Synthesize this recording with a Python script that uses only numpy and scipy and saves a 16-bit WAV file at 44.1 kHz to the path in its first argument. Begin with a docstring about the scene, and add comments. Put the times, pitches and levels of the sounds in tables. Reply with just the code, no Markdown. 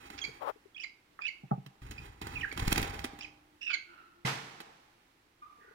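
"""Small birds give short scratchy calls in a wire cage, indoors, close to a hand-held phone. The phone is handled,
a hand bumps and rummages in a wooden nest box, one bird flies up, wings slapping the bars; later something bangs
shut far off. Calls are warbling whistles with overtones; slaps, scrapes and rustles are grainy coloured noise;
bumps, wires and the bang's boom ring decaying modes; puffs are pressure pulses. A hard-walled room, a faint hum
and a noise floor surround them."""
import sys
import numpy as np
from scipy import signal
from scipy.fft import rfft, irfft
from scipy.io import wavfile

SR = 44100
rng = np.random.default_rng(int(sys.argv[2]) if len(sys.argv) > 2 else 0)


def master_out(mix):
    """Clip the mix to full scale and print it as 16-bit PCM to the path in sys.argv[1]."""
    frames = np.transpose(np.atleast_2d(mix))
    ceiling = np.clip(frames, -1, 1)
    pcm = np.round(ceiling * 32767).astype(np.int16)
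    wavfile.write(sys.argv[1], SR, pcm)


N = 253134
T = np.arange(N) / SR  # s

# Phone. Each row: frequency in Hz, left minus right port level in dB.
PORT_SHADING = [(200, 0), (600, 1.5), (2200, -6), (4500, -6), (8000, 1), (15000, -2)]
PORT_LAG_SAMPLES, TOP_HZ = 25, 15900  # left port trails right; treble cutoff

# Room reverberation. Each row: frequency in Hz, T60 in seconds.
ROOM_T60 = [(150, 0.82), (500, 0.98), (1500, 0.78), (4000, 0.62), (8000, 0.3), (15000, 0.0059)]

# Noise floor spectrum. Each row: frequency in Hz, relative density in dB.
FLOOR_SPECTRUM = [(25, -13), (200, -17), (320, -14.5), (560, -23), (850, -18.5), (2000, -21.5), (8000, -35),
                  (16000, -38.5)]
FLOOR_DB = -68.5

# Faint low hum. Each row: time in seconds, level in dB.
HUM_LEVEL = [(2.8, -80), (3.55, -74), (3.8, -66), (5.1, -82)]
# Its two tones, in Hz.
HUM_HZ = (298.6, 344.6)

# Spectrum of the far bang's clatter. 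Each row: frequency in Hz, relative density in dB.
BANG_SPECTRUM = [(120, -65), (200, -36.5), (360, -34.5), (600, -39), (780, -30.5), (2170, -35),
                 (5840, -45.5), (16000, -67.5)]
# Boom and panel modes of the bang. Each row: frequency in Hz, relative level in dB, T60 in seconds.
BOOM_MODES = [(135.6, -8, 0.14), (161, 6, 0.034), (458.5, -19.5, 0.51), (2064, 5, 0.025)]
BANG_S, BANG_T60_S, BANG_TAIL_T60_S = 4.249, 0.4, 1.3
RATTLE_DB, BANG_TAIL_DB, BOOM_DB = -27.0, -39, -19.0

# Bumps: first the phone being handled, then the nest box. Each row: start in seconds, relative level in dB,
# contact time in seconds.
BUMPS = [(0.277, -51.5, 0.0014), (1.434, -44.5, 0.0015), (1.51, -45, 0.00023), (1.514, -26, 0.00082),
         (1.577, -39.5, 0.0017), (1.657, -40.5, 0.0054)]
# Nest box modes, rung by every bump. Each row: frequency in Hz, relative level in dB, T60 in seconds.
BOX_MODES = [(137.7, 2, 0.11), (182, 9.5, 0.045), (439, -9, 0.046), (813, 9, 0.046), (1193, 6, 0.02)]
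BOX_LOW_HZ = 152

# Soft finger taps on the phone. Each row: start in seconds, relative level in dB.
TAPS = [(0.288, -54.5), (0.558, -60), (0.655, -57), (5.583, -71.5), (5.612, -67), (5.644, -65),
        (5.678, -63), (5.709, -61.5)]
# Finger dragging on the phone. Each row: time in seconds, relative level in dB.
DRAG_LEVEL = [(0.39, -79), (0.423, -46.5), (0.456, -51.5), (0.481, -43), (0.501, -41.5), (0.52, -70)]
# Drag spectrum. Each row: frequency in Hz, relative density in dB.
DRAG_SPECTRUM = [(330, -12.5), (480, 0.5), (900, 4.5), (1280, 0), (1600, -11.5), (3000, -20.5),
                 (7000, -41.5), (14000, -36.5)]
TAP_GAIN_DB, DRAG_GAIN_DB = 5.5, 10

# Spells of rustling: first the phone being handled, later hand, straw and feathers. Each row: start in seconds,
# length in seconds, relative rustle and air levels in dB.
RUSTLE_SPELLS = [(0, 0.27, -65.5, -62.5), (1.816, 0.22, -67, -49.5), (2.212, 0.17, -61.5, -45.5),
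                 (2.562, 0.27, -65, -40.5), (2.929, 0.057, -63.5, -58.5)]
# Rustle spectrum. Each row: frequency in Hz, relative density in dB.
RUSTLE_SPECTRUM = [(150, -63), (250, -1), (651, -7), (816, 2.5), (1140, 0.5), (2440, -5), (2960, -11),
                   (16000, -26.5)]
# Buffeting air spectrum. Each row: frequency in Hz, relative density in dB.
AIR_SPECTRUM = [(12, -14), (20, -11.5), (50, 5), (128, -1), (360, -27), (700, -91)]
RUSTLE_ATTACK_S, RUSTLE_RELEASE_T60_S = 0.0019, 1

# Short scratchy contacts: claws, beaks and wing strokes on the wires. Each row: start in seconds, relative
# level in dB.
SCRATCHES = [(0.102, -53), (1.663, -58), (1.910, -47), (2.054, -56.5), (2.216, -46.5), (2.269, -48.5),
             (2.526, -49), (2.576, -43), (2.594, -40.5), (2.937, -49), (2.991, -51.5), (3.042, -35.5),
             (3.189, -53.5), (4.603, -47)]
# Cage wire modes. Each row: frequency in Hz, relative level in dB, T60 in seconds.
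WIRE_MODES = [(302, -9, 1.6), (802, -3, .9), (838, -1, .95), (880, -3, .9)]
# Feather and scratch spectrum. Each row: frequency in Hz, relative density in dB.
FEATHER_SPECTRUM = [(150, -3), (250, 3), (480, -7), (800, 7), (1350, 0), (1820, -1.5), (16000, -22)]
SCRATCH_T60_S, SCRATCH_GRAIN_DB = 0.05, 5

# Wing strokes and lighter flicks. Each row: centre in seconds, relative slap level in dB, relative air push
# level in dB, brightness in dB per octave.
WINGBEATS = [(2.627, -51, -28, 2), (2.680, -35.5, -21.5, 1.5), (2.723, -32, -33.5, -2.5),
             (2.728, -30.5, -30, 3.5), (2.764, -40.5, -37, -0.5), (2.780, -29, -35.5, -0.2),
             (2.797, -58, -27, 1), (2.818, -44.5, -30.5, 8), (2.829, -33.5, -38, 0.6)]
SLAP_S, SWISH_S, SWISH_DB = 0.0011, 0.007, -16.5  # decay constants; swish relative to slap
WING_WIDTH_DB = 1.5
# Raking: time of the nearest pass, half-width, drop at that half-width.
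PASS_S, PASS_WIDTH_S, PASS_DROP_DB = 2.762, 0.07, 2.4
RAKE_DB, RAKE_TILT_DB_PER_OCTAVE = -51, 1.2

# Far calls. Each row: start in seconds, length in seconds, start and end pitch in Hz, relative level in dB,
# first overtone in dB, roughness from 0 to 1.
FAR_CALLS = [(3.84, 0.19, 1433, 1346, -62.5, -13, 0.54), (5.418, 0.017, 1225, 1164, -49.5, -25, 0.2),
             (5.58, 0.13, 1770, 1240, -66.5, -40, 0.7)]
# Near birds' syllables. Each row: start in seconds, length in seconds, start and end pitch in Hz, relative
# level in dB, first overtone in dB, roughness from 0 to 1.
SYLLABLES = [ (.178, 0.026, 2593, 2180, -46.5, -4, 0.98), (.214, 0.022, 3332, 3160, -40.5, -7, 0.06),
             (.238, 0.021, 2296, 2203, -37, -10, 0.32), (.745, .015, 3370, 3230, -55.5, -29, 0.05),
             (.762, 0.012, 2450, 2530, -47, -25, 0.2), (.776, 0.016, 3080, 2850, -50, -28, 0.38),
             (.792, 0.044, 2334, 3260, -48, -13, 0.32), (.834, 0.016, 2380, 1990, -39, -8, 0.35),
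             (1.209, 0.059, 2433, 2566, -43.5, -21.5, 0.41), (1.249, 0.029, 2552, 3016, -38.5, -24.5, 0.42),
             (1.279, 0.017, 2345, 2094, -37.5, -16, 0.18), (1.979, 0.017, 2475, 2425, -47, -16, 0.26),
             (2.353, 0.031, 2720, 2373, -41, -34, 0.23), (2.408, 0.018, 3330, 2100, -41.5, -20, 0.3),
             (2.43, 0.024, 2110, 1560, -35, -50, 0.36), (2.514, 0.009, 2590, 2110, -41, -16, 0.42),
             (3.192, 0.052, 2425, 3220, -49, -7, 0.62), (3.243, 0.0142, 2710, 2105, -45.5, -18, 0.31),
             (3.607, 0.057, 2660, 2835, -46.5, -12, 0.39), (3.66, 0.038, 2620, 2600, -38.5, -22, 0.34),
             (3.692, 0.0284, 2717, 2260, -36.5, -23, 0.35), (3.73, 0.026, 2335, 2142, -32, -10, 0.2),
             (3.685, 0.088, 1406, 1615, -44.5, -1, 0.59)]
WARBLE_SHARE, WARBLE_HZ = 0.12, 360  # pitch scatter at full roughness, how often it turns
RASP_RAD, RASP_HZ = 0.6, 700  # phase slip at full roughness, how often it turns
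OVERTONE_FALL_DB, BEAK_TOP_HZ = 10, 6670  # drop per overtone; the beak radiates little above its top
CALL_NEAR_DB, CALL_NEAR_T60_S, CALL_ROOM_DB = -4, 0.28, -19.5
CAGE_PAN_DB = -4.5  # left minus right


def undb(db):
    """Amplitude from dB."""
    return 10 ** (np.asarray(db) / 20)


def unit(x):
    """Scales to an RMS of 1."""
    return x / np.sqrt(np.mean(x ** 2) + 1e-20)


def fade(t, t60):
    """Exponential decay, 60 dB in t60 seconds."""
    return np.exp(-np.log(1000) * t / t60)


def add(track, s, x):
    """Mixes x into the track at time s."""
    i = max(int(s * SR), 0)
    track[i:i + len(x)] += x[:N - i]


def colour(x, points, tilt_db_per_octave=0):
    """Filters by a (Hz, dB) spectrum at unit power gain, tilted, with a skirt below the first point."""
    hz, db = np.transpose(points)
    f = np.maximum(np.fft.rfftfreq(x.shape[-1], 1 / SR), 1)
    skirt = np.minimum(f / hz[0], 1) ** 2
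    shape_db = np.interp(np.log(f), np.log(hz), db) + tilt_db_per_octave * np.log2(f)
    gain = skirt * undb(shape_db)
    return irfft(rfft(x) * unit(gain), x.shape[-1])


def wobble(size, rate_hz):
    """Random line of spread near 1 through rate_hz knots a second."""
    knots = rng.standard_normal(8192)
    return np.interp(np.arange(size) / SR * rate_hz, np.arange(len(knots)), knots)


def crackle(size, grain_db, rate_hz):
    """Noise broken into grains of uneven strength."""
    return unit(rng.standard_normal(size) * undb(grain_db * wobble(size, rate_hz)))


def ring(modes):
    """Impulse response of a set of decaying modes."""
    t = T[:SR]
    return sum(undb(db) * fade(t, t60) * np.sin(2 * np.pi * hz * t) for hz, db, t60 in modes)


def convolve(x, response):
    """Filters by an impulse response, cut to N samples."""
    return signal.fftconvolve(np.atleast_2d(x), np.atleast_2d(response), axes=1)[:, :N]


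def ports(x, pan_db=0):
    """Sound reaches the right port first; pan_db is left minus right."""
    x = np.ravel(x)
    left = np.roll(x, PORT_LAG_SAMPLES // 2) * undb(pan_db / 2)
    right = np.roll(x, -PORT_LAG_SAMPLES // 2) * undb(-pan_db / 2)
    return np.array([left, right])


def diffuse(size):
    """Noise from all around: alike at both ports in the bass, unrelated in the treble."""
    mid, side = rfft(rng.standard_normal((2, size)))
    alike = np.sinc(2 * np.fft.rfftfreq(size, 1 / SR) * PORT_LAG_SAMPLES / SR)
    signs = np.array([[1], [-1]])
    return irfft(mid * np.sqrt(1 + alike) + signs * side * np.sqrt(1 - alike), size) / np.sqrt(2)


def room():
    """Stereo room tail, dying sooner in the treble."""
    f, t, cells = signal.stft(diffuse(SR), SR, nperseg=256)
    hz, t60 = np.transpose(ROOM_T60)
    cell_t60 = np.interp(np.log(f + 1), np.log(hz), t60)[:, None]
    tail = signal.istft(cells * fade(t, cell_t60), SR)[1]
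    return unit(tail) / np.sqrt(tail.shape[1])


def place(x, near_db, near_t60, room_db, pan_db=0):
    """Direct sound, quick reflections from cage and wall, then the room."""
    t = T[:SR // 2]
    near = unit(diffuse(len(t)) * fade(t, near_t60) * (t > .001)) / np.sqrt(len(t))
    return ports(x, pan_db) + undb(near_db) * convolve(x, near) + undb(room_db) * convolve(x, room())


def noise_floor():
    """Diffuse coloured noise whose level wavers slowly."""
    return colour(diffuse(N), FLOOR_SPECTRUM) * undb(FLOOR_DB + wobble(N, 4.3))


def hum():
    """Two close low tones that waver and beat."""
    tones = sum(wobble(N, 22) * np.sin(2 * np.pi * hz * T) for hz in HUM_HZ)
    return ports(unit(tones) * undb(np.interp(T, *np.transpose(HUM_LEVEL))))


def bang():
    """A far slam: a short boom and a dense clatter that the room draws out."""
    t = np.maximum(T - BANG_S, 0)
    rattle = colour(diffuse(N), BANG_SPECTRUM, 1) * undb(0.44 * wobble(N, 300)) * fade(t, BANG_T60_S)
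    tail = colour(diffuse(N), BANG_SPECTRUM) * fade(t, BANG_TAIL_T60_S)
    boom = np.zeros(N)
    add(boom, BANG_S, undb(BOOM_DB) * ring(BOOM_MODES) * (1 - fade(T[:SR], 0.067)))
    onset = 1 - np.exp(-t / 0.011)
    clatter = onset * (undb(RATTLE_DB) * rattle + undb(BANG_TAIL_DB) * tail)
    return clatter + place(boom, -38, 0.57, -11)


def perch():
    """One dry wooden click: two short modes with a softened onset."""
    out = np.zeros(N)
    modes = [(1230, 0.44, 0.0091), (1540, 0.5, 0.0049)]  # Hz, dB, T60 s
    add(out, 1.191, undb(-23.5) * ring(modes) * (1 - fade(T[:SR], 0.0078)))
    return out


def bumps():
    """A softer contact pushes longer and favours the low modes; the small box radiates little deep bass."""
    pushes = np.zeros(N)
    for s, db, contact_s in BUMPS:
        push = np.exp(-((T[:1024] - contact_s) / (contact_s / 3)) ** 2)
        add(pushes, s, undb(db) * push / push.sum())
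    highpass = signal.butter(4, BOX_LOW_HZ, "high", fs=SR, output="sos")
    return signal.sosfilt(highpass, convolve(pushes, ring(BOX_MODES)))


def grip():
    """A finger sticks and slips on the phone case, and taps it softly."""
    s, db = np.transpose(DRAG_LEVEL)
    slips, taps = np.zeros(N), np.zeros(N)
    for slip_s in s[0] + np.cumsum(rng.uniform(0.0016, 0.0059, 40)):
        add(slips, slip_s, undb(12.0 + 2 * rng.standard_normal(1)))
    drag = colour(slips + .5 * rng.standard_normal(N), DRAG_SPECTRUM)
    drag *= undb(DRAG_GAIN_DB + np.interp(T, s, db, -120, -120))
    t = T[:2048]
    for tap_s, tap_db in TAPS:
        thud = t / 0.0022 * np.exp(-t / 0.0041) * np.sin(2 * np.pi * rng.normal(446, 37) * t)
        add(taps, tap_s, undb(TAP_GAIN_DB + tap_db) * thud)
    return ports(drag + taps, 17.3)


def spell(s, length_s):
    """Envelope of one movement: quick attack, hold, release."""
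    attack = np.clip((T - s) / RUSTLE_ATTACK_S, 0, 1)
    return attack * fade(np.maximum(T - s - length_s, 0), RUSTLE_RELEASE_T60_S)


def rustling():
    """Handling, then hand, straw and feathers: grainy rustle in uneven fits, and air buffeting the microphone."""
    _, _, rustle_db, air_db = np.transpose(RUSTLE_SPELLS)
    spells = np.array([spell(s, length_s) for s, length_s, _, _ in RUSTLE_SPELLS])
    fits_db = 2.5 * wobble(N, 45)
    rustle = colour(crackle(N, 1.7, 600), RUSTLE_SPECTRUM) * (undb(rustle_db) @ spells) * undb(fits_db)
    gusts = colour(crackle(N, 2.4, 60), AIR_SPECTRUM) * (undb(air_db) @ spells)
    return rustle, gusts


def scratches():
    """Claws, beaks and wing strokes touch the wires: short decaying grainy noise."""
    out, t = np.zeros(N), T[:4096]
    for s, db in SCRATCHES:
        envelope = (1 - np.exp(-t / 0.000043)) * fade(t, SCRATCH_T60_S)
        scratch = envelope * crackle(len(t), SCRATCH_GRAIN_DB, 1643)
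        add(out, s, undb(db) * colour(scratch, FEATHER_SPECTRUM, 0.28))
    return out


def raking():
    """Feather tips rake the bars in ragged scrapes, dull and bright, loudest as the bird passes the phone."""
    dull = unit(crackle(N, 4, 1500) * undb(6 * wobble(N, 130)))
    bright = unit(crackle(N, 5, 1500) * undb(6 * wobble(N, 200)))
    scrapes = colour(dull, RUSTLE_SPECTRUM, -RAKE_TILT_DB_PER_OCTAVE)
    scrapes += colour(bright, RUSTLE_SPECTRUM, RAKE_TILT_DB_PER_OCTAVE)
    drop_db = PASS_DROP_DB * ((T - PASS_S) / PASS_WIDTH_S) ** 2
    return scrapes * undb(RAKE_DB - drop_db)


def wings():
    """Each stroke swishes up to a crackling slap and shoves a puff of air at the phone."""
    feathers, puffs = np.zeros(N), np.zeros(N)
    t = np.arange(-2048, 2048) / SR
    for s, slap_db, push_db, tilt_db_per_octave in WINGBEATS:
        slap = np.exp(-np.abs(t) / SLAP_S) * crackle(len(t), 4.0, 1458.5)
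        # feathers rasp over each other as they hit
        swish = undb(SWISH_DB) * np.exp(-np.abs(t) / SWISH_S) * crackle(len(t), 6, 400)
        stroke = colour(slap + swish, FEATHER_SPECTRUM, 0.5 + tilt_db_per_octave)
        add(feathers, s + t[0], undb(slap_db) * stroke)
        u = t / 0.0012
        puff = 2 * u / (1 + u ** 2) * np.hanning(len(t))  # negative, then positive
        add(puffs, s + t[0], undb(push_db) * puff)
    return feathers, puffs


def calls(table):
    """Warbling whistles with overtones; in rough ones the syrinx's second side beats with the first."""
    out = np.zeros(N)
    for s, length_s, start_hz, end_hz, db, overtone_db, rough in table:
        u = np.linspace(0, 1, int(length_s * SR))
        size = len(u)
        glide_hz = start_hz + (end_hz - start_hz) * u
        hz = glide_hz * (1 + WARBLE_SHARE * rough * wobble(size, WARBLE_HZ))
        phase = 2 * np.pi * np.cumsum(hz) / SR + RASP_RAD * rough * wobble(size, RASP_HZ)
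        overtones = sum(undb(overtone_db - OVERTONE_FALL_DB * k) * np.sin((k + 2) * phase) for k in range(3))
        flutter = 1 + wobble(size, 900)  # overtones only
        beat = 1 + rough ** 2 * np.cos(0.34 * phase + 2 * wobble(size, 413.4))
        swell = signal.windows.tukey(size, .4) * undb(10 * rough * wobble(size, 300))
        voice = np.sin(phase) + flutter * overtones
        add(out, s, undb(db) * unit(swell * beat * voice))
    return signal.sosfilt(signal.butter(4, BEAK_TOP_HZ, fs=SR, output="sos"), out)


def scene():
    """Cage sounds, bumps and click get room reverberation; puffs, gusts and fingers reach the phone directly."""
    feathers, puffs = wings()
    rustle, gusts = rustling()
    contacts = feathers + raking() + scratches() + rustle
    wires = convolve(contacts, ring(WIRE_MODES))[0] * undb(-59)
    cage = undb(8.0) * place(contacts + wires, 0.89, 0.0099, -10.0, CAGE_PAN_DB) + ports(puffs + gusts)
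    # a spread wing is wide: fresh feather noise, opposite in sign at the two ports
    cage += undb(WING_WIDTH_DB) * ports(wings()[0], -2) * np.array([[1], [-1]])
    birds = place(calls(SYLLABLES), CALL_NEAR_DB, CALL_NEAR_T60_S, CALL_ROOM_DB, CAGE_PAN_DB)
    far = calls(FAR_CALLS)
    birds += undb(-2.5) * ports(far) + convolve(far, room())
    knocks = place(bumps() + perch(), -1.7, 0.11, -27.0)
    return noise_floor() + hum() + bang() + knocks + grip() + cage + birds


def record(dry):
    """The phone's body colours each port differently; the top of the treble is cut."""
    hz, db = np.transpose(PORT_SHADING)
    shade_db = np.interp(np.log(np.fft.rfftfreq(N, 1 / SR) + 1), np.log(hz), db)
    heard = irfft(rfft(dry) * undb(np.array([shade_db, -shade_db]) / 2), N)
    return signal.sosfilt(signal.ellip(10, .2, 80, TOP_HZ, fs=SR, output="sos"), heard)


dry = scene()
out = record(dry)
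master_out(out)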